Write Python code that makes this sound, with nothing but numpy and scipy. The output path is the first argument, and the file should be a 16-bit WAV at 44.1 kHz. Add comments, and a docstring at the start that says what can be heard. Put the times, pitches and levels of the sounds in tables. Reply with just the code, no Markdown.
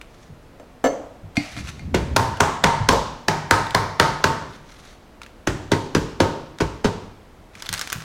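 """First fingers brush baking paper and a soft-bladed spatula bounces in a steel bowl (damped modes).
Hands then grip and shuffle a metal loaf pan full of batter (rim ticks, rocking modes, low noise).
Runs of knocks on a thick wooden board follow: contact noise and the modes of pan, board, counter and bowls.
At the end the paper is pinched and crackles: snapping creases over a bed of random grains.
A live kitchen adds echoes and a diffuse tail; low rumble and faint hiss last throughout."""
import sys
import numpy as np
from scipy import signal
from scipy.fft import rfft, irfft, next_fast_len
from scipy.io import wavfile
from scipy.ndimage import map_coordinates

SR = 44100
rng = np.random.default_rng(int(sys.argv[2]) if len(sys.argv) > 2 else 0)


def wav_record(signal):
    """Record a signal, one row per channel, as 16-bit PCM in the file named by sys.argv[1]."""
    frames = np.transpose(np.atleast_2d(signal))
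    bounded = np.clip(frames, -1, 1)
    # unit amplitude maps onto the largest positive 16-bit level
    quanta = np.round(bounded * 32767).astype(np.int16)
    wavfile.write(sys.argv[1], SR, quanta)


N = 354563
T = np.arange(int(.8 * SR)) / SR  # time within one blow, s

# the pan lands on the board: [t/s, force level/dB, flatness (0 on an edge, 1 on its whole base),
# clank slope above 1 kHz/(dB per octave), bowl hum level/dB, lag of the base behind the edge/s]
KNOCKS = [(1.9434, -8, 1, 9, -36, 0.0045), (2.163, -6, 0.053, 0, -25.5, 0.0037),
          (2.4033, -4, 0.076, -2.5, -27, 0.0039), (2.639, -4.5, 0, 3, -20.5, .0037),
          (2.8882, -2, 0.24, -11, -26, 0.00081), (3.283, -7.5, 0.25, 1.5, -30, 0.0015),
          (3.51, -4, 0, 1.5, -21, 0.0013), (3.747, -7, 0.057, 0, -28, 0.0027),
          (3.998, -3.5, 0.05, 8, -22.5, .0015), (4.2407, -5.5, 0.26, -0.5, -24.5, .0015),
          (5.472, -10, 0.86, 9.5, -58, 0.001064), (5.7174, -6.5, 1, -7, -31.5, 0.00064),
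          (5.9492, -7, 1, 9, -41, 0.00079), (6.203, -4, 0.91, -9, -25.5, 0.00065),
          (6.604, -11, 0.97, -4, -36, 0.0049), (6.8442, -9, 1, -9, -34, 0.0043)]
# modes of the pan, the board and the counter: [f/Hz, relative level/dB, t60/s]
PAN_MODES = [(646, -4, 0.02), (939, -6, 0.067), (1090, -14.5, 0.093), (1385, 4.5, 0.0067),
             (1577, 2.5, 0.018), (1640, 5, 0.0048), (1963, -8.5, 0.028)]
BOARD_MODES = [(203, 0, 0.029), (286, 0, 0.046), (406, 1, 0.045), (557, 0.5, 0.017)]
COUNTER_MODES = [(54.8, -15.5, 0.49), (84.7, -10.5, 0.25), (102.5, -6.5, 0.44), (148.8, -10.5, 1),
                 (171, -7.5, 0.13)]  # t60 before any extra damping
# modes of the bowls shaken through the counter: [f/Hz, relative level/dB, t60/s]
BOWL_HUM_MODES = [(393, -15, .5), (436, -15, .5), (465, -14, .5), (533, -14, .5), (896, -4, .36),
                  (905, 0, .52), (930, -3, .5), (1005, -12, .35), (1061, -12, .4), (1266, -9, .45),
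                  (1550, -14, .4)]
# the hum's upper modes, which depend on where the pan lands: [t/s, added level/dB]
HIGH_HUM = [(2.9, -11), (3.2, 7.5), (6.2, 1)]
# spectra of a hard and of a soft contact: [f/Hz, relative level/dB]
CRACK_SPECTRUM = [(500, -8), (1500, 6.5), (2600, 2.5), (3700, 0), (5000, -2), (6200, -1), (8000, -11.5),
                  (11000, -18), (16000, -33)]
SOFT_SPECTRUM = [(100, -10), (600, 11), (8000, -26)]
# answer of each part to a knock: [level at full force on an edge/dB, growth/(dB per dB of force),
# level gained by landing flat/dB]
CLANK_LAW = (-14.5, 0.84, -8)  # the batter and the board damp a pan that lands flat
BOARD_LAW = (-21, 1, 6.75)  # a flat base drives the wood harder
CRACK_LAW = (-17, 1, -4.5)
THUD_LAW = (-24, 0.33, -0.29)  # the counter feels mostly the pan's weight
LOW_HUM_BELOW_HZ, HIGH_HUM_ABOVE_HZ = 700, 1200


def knocks():
    """Impact excitation: an edge cracks, the base slaps after it, and the coupled bodies ring in their modes."""
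    out = np.zeros((2, N))
    for s, force_db, flat, bright_db, hum_db, slap in KNOCKS:
        # a flat landing is drier, shakes the paper liner and drives the bowls' low modes
        wet_db = -5 * flat
        edge_crack = burst(CRACK_SPECTRUM, t60=0.025)
        base_crack = late(burst(CRACK_SPECTRUM, t60=0.0052), slap)
        liner = amp(-18.5 + 18.3 * flat) * late(burst(CRACK_SPECTRUM, t60=0.093), slap)
        contact = edge_crack + amp(9) * base_crack + liner

        struck = [(hz, db + bright_db * max(np.log2(hz / 1000), 0), t60) for hz, db, t60 in PAN_MODES]
        # the grip and the batter shift the pan's modes
        edge, base = (ring(struck, spread_db=1.5, attack=0.00049, detune=0.043) for _ in range(2))
        metal = edge + amp(-8) * late(base, slap)
        wood = ring(BOARD_MODES, spread_db=1.5, attack=0.0007, detune=0.052)
        thud = ring(COUNTER_MODES, spread_db=4.5, attack=0.0043, detune=0.0073)
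        thud = thud * amp(-30 * flat * T)  # a flat landing dies sooner

        high_db = np.interp(s, *np.transpose(HIGH_HUM))
        driven = []
        for hz, db, t60 in BOWL_HUM_MODES:
            low_gain = 13 * flat * (hz < LOW_HUM_BELOW_HZ)
            high_gain = high_db * (hz > HIGH_HUM_ABOVE_HZ)
            driven.append((hz, db + low_gain + high_gain, t60))
        hum = ring(driven, spread_db=2, attack=0.0064, detune=0.0021)

        # the edge grazes just before it lands
        add(out, s - .0035, amp(force_db - 25) * burst(SOFT_SPECTRUM, t60=0.33))
        # (delay/s, dry sound, reverberation/dB, blur, level/dB)
        parts = [
            (0, contact, -2.0, 0.23, answer_db(CRACK_LAW, force_db, flat)),
            (0.00031, metal, wet_db + 2.0, 0.15, answer_db(CLANK_LAW, force_db, flat)),
            (0.0011, wood, wet_db + 1.5, 0.13, answer_db(BOARD_LAW, force_db, flat)),
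            (0.0051, thud, wet_db - 5.0, 0.16, answer_db(THUD_LAW, force_db, flat)),
            (0.003, hum, -13, 0.006, hum_db)]
        for delay, sound, part_wet_db, blur, db in parts:
            add(out, s + delay, sized(kitchen(sound, part_wet_db, blur), db))
    return out


def answer_db(law, force_db, flat):
    """Power-law response: a part's level is linear in the force level and in the flatness."""
    full_db, growth, flat_db = law
    return full_db + growth * force_db + flat_db * flat


# the pan rocks back onto the board after a flat landing: [t/s, level/dB]
REBOUNDS = [(5.734, -28), (5.966, -24.5), (6.219, -27), (6.617, -27), (6.8545, -22.5)]


def rebounds():
    """Secondary impact: the pan rocks back and softly excites board, pan and counter modes again."""
    out = np.zeros((2, N))
    for s, db in REBOUNDS:
        bodies = (BOARD_MODES, PAN_MODES, COUNTER_MODES)
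        wood, metal, thud = (ring(modes, spread_db=4.5, attack=0.00073, detune=0.02) for modes in bodies)
        damped_thud = thud * amp(-60 * T / .12)
        bump = wood + amp(2.5) * metal + amp(-2) * damped_thud
        add(out, s, sized(kitchen(bump, wet_db=-13, blur=0.076), db))
    return out


# the spatula bounces, and is jolted once more by the hardest knock: [t/s, relative level/dB]
SPATULA = [(0.598, -33), (.841, -7.5), (.849, -10.5), (.853, -12.5), (.860, -11.5), (.868, -13.5),
           (2.927, -8.5)]
# modes of the struck bowl: [f/Hz, relative level/dB, t60/s]
BOWL_STRUCK_MODES = [(280, 0, 0.1), (460, -4, 0.26), (533, -3, 0.29), (600, 2, 0.08), (690, -1, 0.11),
                     (1050, -7, 0.05), (1320, -6, 0.045), (1743, -6, 0.055), (2153, -21, 0.25),
                     (2950, -13, 0.05), (4460, -28, 0.3), (6180, -21, 0.28), (7500, -14, 0.05)]


def spatula():
    """Modal ringing of a steel bowl, excited by the repeated impacts of a soft blade."""
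    out = np.zeros((2, N))
    for s, db in SPATULA:
        bowl = ring(BOWL_STRUCK_MODES, spread_db=1, attack=0.0003, detune=0.005)
        hard = burst(CRACK_SPECTRUM, t60=0.04)
        soft = burst(SOFT_SPECTRUM, t60=0.035)
        blow = bowl + amp(-18) * hard + amp(-8) * soft
        add(out, s, amp(db - 1.5) * kitchen(blow, wet_db=-6, blur=0.11))
    return out


# hands catch the rim, or it rattles as it settles, and the pan rocks:
# [t/s, relative tick level/dB, relative rocking level against the tick/dB]
GRIPS = [(1.3689, -8.5, -17.5), (1.5659, -26, -16.5), (1.5858, -27, -27), (1.7935, -31, -34),
         (1.965, -29, -20), (1.978, -35, -32)]
# modes of the rim: [f/Hz, relative level/dB, t60/s]
RIM_MODES = [(690, -4, .07), (2120, 1, .08), (2420, -1, .05), (4310, -14, .13), (4603, -15, .28),
             (5862, -17, .07), (7850, -21, .07)]
# soft bumps on the counter: [t/s, relative level/dB]
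BUMPS = [(0.293, -36.5), (1.231, -34), (1.856, -32), (2.804, -19), (7.693, -32), (7.951, -32.5)]
# the pan shuffles and judders over the board: [t/s, level/dB]
SHUFFLE = [(1.5, -54), (1.6, -32.5), (1.772, -38.5), (1.922, -26), (2.213, -27), (2.353, -32)]
# spectrum of the judder: [f/Hz, relative level/dB]
JUDDER_SPECTRUM = [(25, -17), (70, 6), (280, -10), (1500, -70)]


def handling():
    """Impact and friction: hands tick the rim, rock the pan, bump the counter and shuffle the pan as noise."""
    out = np.zeros((2, N))
    rock_modes = [(107, -10.0, 0.056), (228, -2.5, 0.038), (297.6, -9.5, 0.11)]  # [f/Hz, dB, t60/s]
    for s, db, rock_db in GRIPS:
        rim = ring(RIM_MODES, spread_db=1.5, attack=0.00035, detune=.004)
        tick = rim + amp(-4.0) * burst(CRACK_SPECTRUM, t60=0.017)
        rock = ring(rock_modes, spread_db=3.0, attack=0.00051)
        # a faint papery noise leads into each tick
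        add(out, s - .013, amp(db - 31.0) * burst(PAPER_SPECTRUM, t60=1.0))
        add(out, s, amp(db - 4) * kitchen(tick, wet_db=-3, blur=0.17))
        add(out, s + 0.0056, amp(db + rock_db + 20.5) * kitchen(rock, wet_db=-18.5, blur=0.12))
    for s, db in BUMPS:
        bump = ring(COUNTER_MODES, spread_db=2.0, attack=0.0012, detune=0.078)
        bump = bump * amp(-60 * T / 0.64)  # extra damping
        add(out, s, amp(db + 6.5) * kitchen(bump, wet_db=-10.0, blur=0.31))
    s, db = np.transpose(SHUFFLE)
    level = amp(np.interp(np.arange(N) / SR, s, db, left=-120, right=-120))
    return out + level * coloured(rng.standard_normal(N), JUDDER_SPECTRUM)


# the loudest paper creases snapping: [t/s, relative level/dB]
SNAPS = [(.014, -25), (2.371, -24), (3.668, -22.5), (3.7075, -20), (5.217, -25), (5.233, -26.5),
         (5.263, -29), (6.586, -23.5), (1.589, -27), (1.673, -25.5), (7.553, -27), (7.666, -22.5),
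         (7.623, -17), (7.66, -20.5), (7.6908, -12.5), (7.728, -11.5), (7.739, -11), (7.747, -17.5),
         (7.778, -17), (7.794, -14.5), (7.813, -11), (7.819, -18.5), (7.874, -18.5), (7.901, -17.5),
         (7.922, -17), (7.928, -7.5)]
# spectrum of crackling paper: [f/Hz, relative level/dB]
PAPER_SPECTRUM = [(300, -14), (1200, 7.5), (2500, 6), (6500, -0.5), (9000, -7), (16000, -23)]
GRAINS_PER_S = 2800  # for each facet size


def paper():
    """Crackling noise: stiff baking paper as snapping creases over a random train of tiny grains."""
    crinkle = np.zeros(N)
    for hz in (1300, 2070, 3800, 6100, 10800):  # facets of each size crackle on their own
        happens = rng.random(N) < GRAINS_PER_S / SR
        sizes = rng.standard_normal(N) * amp(4 * rng.standard_normal(N))
        band = [(hz / 3, -30), (hz, 0), (hz * 3, -30)]
        crinkle += np.sqrt(hz) * coloured(happens * sizes, band)
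    crinkle = brushing() * coloured(crinkle, PAPER_SPECTRUM)
    tail = signal.fftconvolve(crinkle[None], reverberation(), axes=1)[:, :N]
    out = crinkle + amp(-2.0) * stereo(*tail)
    for s, db in [*SNAPS, *small_creases()]:
        add(out, s, snap(db))
    return out


# fingers brushing over the paper: [start t/s, length/s, relative level/dB]
BRUSHES = [(0.08, 0.2, -59), (1.403, 0.16, -45), (1.56, 0.032, -31.5), (1.636, 0.062, -37.5),
           (4.48, 0.083, -48.5), (4.64, 0.3, -51.5), (7.528, 0.26, -49), (7.717, 0.37, -47)]
BRUSH_ATTACK_S, BRUSH_RELEASE_S = 0.021, 0.012  # time constants
CATCHES_PER_S, CATCH_DB = 90, 3  # rate of the random points, and their spread


def brushing():
    """Stick-slip friction: each stroke rises, holds and dies away, its strength catching and slipping."""
    t = np.arange(N) / SR
    level = np.zeros(N)
    for s, length, db in BRUSHES:
        attack = 1 - np.exp(-np.maximum(t - s, 0) / BRUSH_ATTACK_S)
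        release = np.exp(-np.maximum(t - s - length, 0) / BRUSH_RELEASE_S)
        level += amp(db) * attack * release
    points = rng.standard_normal(int(t[-1] * CATCHES_PER_S) + 2)
    catches = map_coordinates(points, [t * CATCHES_PER_S])
    return level * unit(amp(CATCH_DB * catches))


PINCH_START_S, PINCH_END_S = 7.55, 8.04
PINCH_RISE_S = 0.062  # time constant of the tightening fingers
CREASES_PER_S, CREASE_DB, CREASE_SPREAD_DB = 50, -30, 3.5  # levels relative, as in SNAPS


def small_creases():
    """Random yielding: (t/s, level/dB) of weak snaps, growing as the fingers tighten in the pinch."""
    slots = np.arange(PINCH_START_S, PINCH_END_S, 1 / CREASES_PER_S)
    times = slots + rng.random(len(slots)) / CREASES_PER_S
    grip = 1 - np.exp(-(times - PINCH_START_S) / PINCH_RISE_S)
    grip_db = 20 * np.log10(grip + 1e-6)
    return zip(times, CREASE_DB + grip_db + CREASE_SPREAD_DB * rng.standard_normal(len(slots)))


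SNAP_HZ, SNAP_DB_PER_OCTAVE = 9030, 12  # pitch of a snap at 0 dB; weaker snaps are lower
FACET_RATIO = 1.362  # the facet's middle pitch over that of its snap


def snap(db):
    """Buckling: a crease snaps, its facet rings and the sheet pops; stiffer creases are louder and brighter."""
    hz = SNAP_HZ * 2 ** (db / SNAP_DB_PER_OCTAVE)
    facet_hz = FACET_RATIO * hz * 2 ** (.3 * rng.standard_normal())
    facet_modes = [(facet_hz, 0, .013), (facet_hz * 1.35, -6, .008), (1500, -5, .018)]
    facet = ring(facet_modes, spread_db=3.5, attack=.0001, detune=0.09)
    tick = burst([(hz / 4, -9), (hz, 0), (hz * 3, -12), (hz * 6, -26)], t60=0.01)
    pop = burst(PAPER_SPECTRUM, t60=0.041)
    direct = facet + amp(-2.0) * tick + amp(-10) * pop
    return amp(db - 4.5) * kitchen(direct, wet_db=-6, blur=0.16)


# spectrum of the room tone: [f/Hz, relative level/dB]
AIR_SPECTRUM = [(12, -32), (20, 2.5), (101, -6.5), (290, -9.5), (700, -14), (2530, -27), (16000, -45.5)]
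AIR_DB = -47  # rms level


def room_tone():
    """Stationary noise: a steady low rumble and faint hiss."""
    return amp(AIR_DB) * coloured(rng.standard_normal(N), AIR_SPECTRUM)


# early echoes: [delay t/s, level before the treble loss/dB]
WALLS = [(0.0149, -18.5), (0.0243, -15.5), (.031, -13.5)]
# stereo width of the treble: [f/Hz, side level/dB]
WIDTH = [(3000, -60), (4600, -18), (12000, -12)]


def kitchen(x, wet_db, blur):
    """Room response: direct sound, early reflections and a tail that follows the blow's smoothed power."""
    # the room hears all directions, so peaks and notches blur by this share of their frequency
    power = np.abs(rfft(x)) ** 2
    bins = np.arange(len(power))
    total = np.cumsum(power)
    reach = 1 + blur * bins
    above = np.interp(bins + reach, bins, total)
    below = np.interp(bins - reach, bins, total)
    smooth = np.abs(above - below) / (2 * reach)
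    tail = filtered(reverberation(), lambda hz: np.sqrt(np.interp(hz, bins * SR / len(T), smooth)))
    build_up = 1 - np.exp(-(T / 0.0049) ** 2)
    mid, side = amp(wet_db) * tail * build_up
    echoes = sum(amp(db) * late(x, s) for s, db in WALLS)
    dull = filtered(echoes, lambda hz: 1 / (1 + 1j * hz / 2500))  # the things near by scatter the treble
    # the treble reaches the two sides out of step
    skew = rng.choice([-1, 1]) * filtered(x, lambda hz: 1j * amp(along(WIDTH, hz)))
    return stereo(x + dull + mid, side + skew)


# decay of the room: [f/Hz, t60/s]
ROOM_T60 = [(100, 0.89), (400, 0.64), (1100, 0.76), (3000, 0.76), (6500, 0.65), (14000, 0.39)]
# colour of the tail: [f/Hz, relative level/dB]
ROOM_COLOUR = [(100, 2.5), (250, -2.5), (500, -1.5), (1000, 0), (1700, -8), (3000, -5.5), (6500, -4.5),
               (14000, -4)]


def reverberation():
    """Diffuse field: mid and side noise dying at each frequency's own rate, wide only in the treble."""
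    hz, t, z = signal.stft(rng.standard_normal((2, len(T))), SR, nperseg=256)
    decay = amp(-60 * t / along(ROOM_T60, hz)[:, None])
    tail = signal.istft(z * decay, SR, nperseg=256)[1][:, :len(T)]

    def colour(f):
        """Spectral weighting of mid and side."""
        mid_side = np.array([np.ones_like(f), amp(along(WIDTH, f) - 32)])
        return amp(along(ROOM_COLOUR, f)) * mid_side

    return filtered(tail / np.linalg.norm(tail[0]), colour)


def ring(modes, spread_db, attack, detune=0.):
    """Modal synthesis: damped sines at new strengths and slightly new pitches for every blow."""
    hz, db, t60 = np.transpose(modes)[..., None]
    luck, shift = rng.standard_normal((2, len(modes), 1))
    size = amp(db + spread_db * luck)
    sign = (-1) ** np.arange(len(modes))[:, None]
    sines = np.sin(2 * np.pi * hz * (1 + detune * shift) * T)
    waves = sign * size * amp(-60 * T / t60) * sines
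    return waves.sum(0) * (1 - np.exp(-T / attack)) / np.linalg.norm(size)


def burst(spectrum, t60):
    """High modal density: a contact's countless short-lived modes, heard as dying noise."""
    return coloured(rng.standard_normal(len(T)), spectrum) * amp(-60 * T / t60)


def amp(db):
    """Logarithmic level: decibels to gain."""
    return 10 ** (np.asarray(db) / 20)


def unit(x):
    """Normalisation: scale to rms 1."""
    return x / np.sqrt(np.mean(x ** 2) + 1e-20)


def sized(x, db):
    """Energy equivalence: a stereo blow whose left energy is that of 0.1 s at this rms level."""
    return amp(db) * x / np.sqrt(np.sum(x[0] ** 2) / (SR / 10))


def along(points, hz):
    """Interpolation of (f/Hz, value) points on a logarithmic frequency axis."""
    f, v = np.transpose(points)
    return np.interp(np.log(hz + 1), np.log(f), v)


def filtered(x, response):
    """Linear filtering: the spectrum of x times a response of frequency."""
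    n = x.shape[-1]
    m = next_fast_len(n + 8192)
    return irfft(rfft(x, m) * response(np.fft.rfftfreq(m, 1 / SR)), m)[..., :n]


def coloured(x, spectrum):
    """Spectral shaping: x weighted by the given spectrum, at rms 1."""
    return unit(filtered(x, lambda hz: amp(along(spectrum, hz))))


def late(x, s):
    """Propagation delay of s seconds."""
    return np.interp(T - s, T, x, left=0)


def stereo(mid, side):
    """Sum and difference: left and right from mid and side."""
    return np.array([mid + side, mid - side])


def add(track, s, x):
    """Superposition: mix x into the track at time s."""
    i = max(round(s * SR), 0)
    part = track[..., i:i + x.shape[-1]]
    part += x[..., :part.shape[-1]]


def scene():
    """Superposition of everything on the counter, heard from just above it."""
    return knocks() + rebounds() + spatula() + handling() + room_tone() + paper()


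TOP_HZ = 16200  # band limit


def record(dry):
    """Saturation and band limiting: the hardest peaks are rounded off, then a steep low-pass follows."""
    rounded = dry / (1 + np.abs(dry / .92) ** 4) ** (1 / 4)
    return filtered(rounded, lambda hz: 1 / np.sqrt(1 + (hz / TOP_HZ) ** 160))


dry = scene()
out = record(dry)
wav_record(out)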